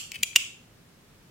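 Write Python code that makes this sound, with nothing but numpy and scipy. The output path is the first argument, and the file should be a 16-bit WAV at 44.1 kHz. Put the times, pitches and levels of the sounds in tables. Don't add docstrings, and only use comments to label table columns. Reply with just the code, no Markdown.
import sys
import numpy as np
from scipy import signal
from scipy.fft import rfft, irfft
from scipy.io import wavfile
from scipy.ndimage import uniform_filter1d, minimum_filter1d

SR = 44100
rng = np.random.default_rng(int(sys.argv[2]) if len(sys.argv) > 2 else 0)


def put_to_file(sound):
    columns = np.atleast_2d(sound).T
    safe = np.clip(columns, -1, 1)
    whole_steps = np.round(safe * 32767)
    wavfile.write(sys.argv[1], SR, whole_steps.astype(np.int16))


N = 57330
LEAD_S = .1
TIME_S = np.arange(-int(LEAD_S * SR), N) / SR
SAMPLES = len(TIME_S)
AGE_S = np.arange(SAMPLES) / SR
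HZ = np.maximum(np.fft.rfftfreq(SAMPLES, 1 / SR), 1)
LEFT_RIGHT = np.array([[1], [-1]])


def amp(db):
    return 10 ** (np.asarray(db) / 20)


def unit(x):
    return x / np.sqrt(np.mean(x ** 2))


def tone_gain(tone):
    pitch_hz, level_db = np.array(tone).T
    return amp(np.interp(np.log(HZ), np.log(pitch_hz), level_db))


def shape(x, gain):
    return irfft(rfft(x) * gain, SAMPLES)


def noise(tone):
    return unit(shape(rng.standard_normal((2, SAMPLES)), tone_gain(tone)))


def convolve(x, response):
    return signal.fftconvolve(x, response, axes=-1)[..., :SAMPLES]


def fade(age_s, fade_s):
    return (age_s >= 0) * np.exp(-np.log(1000) * np.maximum(age_s, 0) / fade_s)


# pitch_hz, relative_db
VENT_TONE = [(15, -36), (25, -4), (47, -3.5), (59, -17), (80, -2), (166, 1), (195, -3.5), (223, -3),
             (354, -9), (416, -9.5), (775, -17.5), (1330, -18), (1940, -19.5), (13600, -31.5), (16000, -32)]
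# pitch_hz, side_db
VENT_WIDTH = [(60, -9), (110, -18.5), (200, -10.5), (380, -6.5), (700, -1.5), (1290, -1.5), (2380, -1),
              (4400, 1), (8120, 0), (15000, 0)]

def ventilation(level_db=-57):
    middle, side = noise(VENT_TONE)
    return (middle + shape(side, tone_gain(VENT_WIDTH)) * LEFT_RIGHT) * amp(level_db)


# pitch_hz, fade_s
ROOM_FADES = [(300, .4), (1500, .42), (3000, .44), (7000, .41), (14000, .32)]
# pitch_hz, relative_db
ROOM_TONE = [(200, -10), (1400, 0), (2000, -6.5), (2500, 3.5), (2850, -5), (3200, 0.5), (4200, -1),
             (7500, 1), (11000, 1.5), (15000, -4)]

def room(sound, early_db=-15, tail_db=-15, build_s=.023):
    wash = noise(ROOM_TONE)
    log_pitches = np.log([pitch_hz for pitch_hz, _ in ROOM_FADES])
    tail = 0
    for band, (_, fade_s) in zip(np.eye(len(ROOM_FADES)), ROOM_FADES):
        band_gain = np.interp(np.log(HZ), log_pitches, band)
        tail += shape(wash, band_gain) * fade(AGE_S, fade_s)
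    tail *= 1 - np.exp(-(AGE_S / build_s) ** 2)
    early = noise(ROOM_TONE) * fade(AGE_S, fade_s=.05)
    echoes = amp(tail_db) * unit(tail) + amp(early_db) * unit(early)
    return convolve(sound, echoes / np.sqrt(SAMPLES))


def desk(sound, delay_s=(.0021, .00105), level_db=(-7, -9)):
    delay = np.exp(-2j * np.pi * HZ * np.array(delay_s)[:, None])
    return shape(sound, amp(level_db)[:, None] * delay)


# pitch_hz, relative_db
THUMB_TONE = [(40, -18), (90, 1), (150, -9), (225, 0), (350, -20), (1000, -50)]

def thumb(peak_s=.202, width_s=.026, level_db=-51):
    swell = np.exp(-((TIME_S - peak_s) / width_s) ** 2)
    return noise(THUMB_TONE)[0] * amp(level_db) * swell


def ring(notes, age_s, attack_s=.0005):
    attack = 1 - np.exp(-(age_s / attack_s) ** 2)
    return attack * sum(amp(level_db) * fade(age_s, fade_s) * np.sin(2 * np.pi * pitch_hz * age_s)
                        for pitch_hz, level_db, fade_s in notes)


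# pitch_hz, relative_db
CRACK_TONE = [(60, -16.5), (400, -15.5), (1000, -11.5), (1700, -18.5), (2200, 0.5), (4000, -3), (7500, 1),
              (10000, -9), (15000, -6.5)]

def contacts(hits, notes, stereo_width=.5):
    sound, crack_gain = 0, unit(tone_gain(CRACK_TONE))
    for start_s, ring_db, crack_db, pan_db in hits:
        age_s = TIME_S - start_s
        middle, side = rng.standard_normal((2, SAMPLES))
        burst = unit(middle + stereo_width * side * LEFT_RIGHT) * fade(age_s, fade_s=.01)
        hit = amp(ring_db) * ring(notes, age_s) + amp(crack_db) * shape(burst, crack_gain)
        sound += hit * amp(pan_db * LEFT_RIGHT / 2)
    return sound


# pitch_hz, relative_db, fade_s
BUTTON_NOTES = [(2300, 1, 0.018), (2560, -0.5, 0.044), (3070, -2, 0.032), (4820, -9.5, .009)]
# start_s, ring_db, crack_db, pan_db
BUTTON_HITS = [(0.118, -32, -29, 3), (0.1468, -46, -59.5, 3), (0.1603, -33.5, -47.5, 4.5),
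               (0.1893, -47.5, -45.5, 2), (0.3305, -40, -64.5, 6.5)]

def button_ticks():
    return contacts(BUTTON_HITS, BUTTON_NOTES)


# time_s, level_db
SCRAPE_LEVELS = [(0.123, -53), (0.138, -47), (0.149, -38), (0.161, -37.5), (0.171, -57.5), (0.194, -53.5),
                 (0.224, -54.5)]

def plunger_scrape(catches_per_s=2000, hiss_db=-5.5, pan_db=3):
    catches = (rng.random(SAMPLES) < catches_per_s / SR) * rng.standard_normal(SAMPLES)
    ringing = unit(convolve(catches, ring(BUTTON_NOTES, AGE_S)))
    tiny_crack = noise(CRACK_TONE) * fade(AGE_S, fade_s=.0013)
    hiss = unit(convolve(catches[None], tiny_crack))
    time_s, level_db = np.array(SCRAPE_LEVELS).T
    scrape_db = np.interp(TIME_S, time_s, level_db, left=-120, right=-120)
    return (ringing + amp(hiss_db) * hiss) * amp(scrape_db + pan_db * LEFT_RIGHT / 2)


# pitch_hz, relative_db, fade_s
PRESS_NOTES = [(450, -31, .012), (1100, -27, .012), (2020, -12, .018), (2350, -4.5, .021), (2406, -35, .35),
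               (2780, -1.5, .023), (3240, -.5, .023), (3273, -34, .25), (3950, -15, .018), (4540, -9, .018),
               (5970, -5, .016), (6920, 1, .02), (7074, -27, .26), (10400, -17, .016)]
# start_s, ring_db, crack_db, pan_db
PRESS_HITS = [(0.2286, -29, -31, 0), (0.2305, -19, -27, 0), (0.2317, -19, -18, -1), (0.2325, -13.5, -12, 0),
              (0.2438, -48, -34, 0)]

def press_snap():
    return contacts(PRESS_HITS, PRESS_NOTES)


# pitch_hz, relative_db, fade_s
RELEASE_NOTES = [(620, -27, .012), (920, -25, .012), (1300, -28, .012), (2430, -17, .016), (2800, 0, .016),
                 (2960, -5, .013), (3250, -20, .02), (4436, -23, .016), (4930, -23, .016),
                 (5440, -20, .018), (5780, -25, .018), (6620, -21, .02), (7120, -15, .02),
                 (7870, -17, .016)]
# start_s, ring_db, crack_db, pan_db
RELEASE_HITS = [(-0.05, -5, -4, -1), (0.3559, -23.5, -28, 2.5), (0.3592, -32, -18.5, -2),
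                (0.36025, 2.5, -8, -0.5), (0.3629, -28, -11, 0.5), (0.3652, -31.5, -17, 0.5),
                (0.3698, -16, -37, 1.5)]

def release_snap():
    return contacts(RELEASE_HITS, RELEASE_NOTES)


def scene(treble_hz=10500, treble_pan_db=-6.5):
    pen = press_snap() + release_snap() + button_ticks() + plunger_scrape()
    pan_db = treble_pan_db / (1 + (treble_hz / HZ) ** 10)
    near = shape(pen + desk(pen), amp(pan_db * LEFT_RIGHT / 2))
    return (near + room(pen) + thumb() + ventilation())[:, -N:]


def record(dry, top_hz=15900, recovery_db_per_s=900):
    treble_cut = signal.ellip(10, .2, 70, top_hz, fs=SR, output="sos")
    sound = signal.sosfilt(treble_cut, dry)
    excess_db = 20 * np.log10(np.maximum(np.abs(sound).max(axis=0), 1))
    needed_db = minimum_filter1d(-excess_db, size=15)
    recovery_db = recovery_db_per_s * np.arange(N) / SR
    gain_db = np.minimum.accumulate(needed_db - recovery_db) + recovery_db
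    return sound * amp(uniform_filter1d(gain_db, size=15))


dry = scene()
out = record(dry)
put_to_file(out)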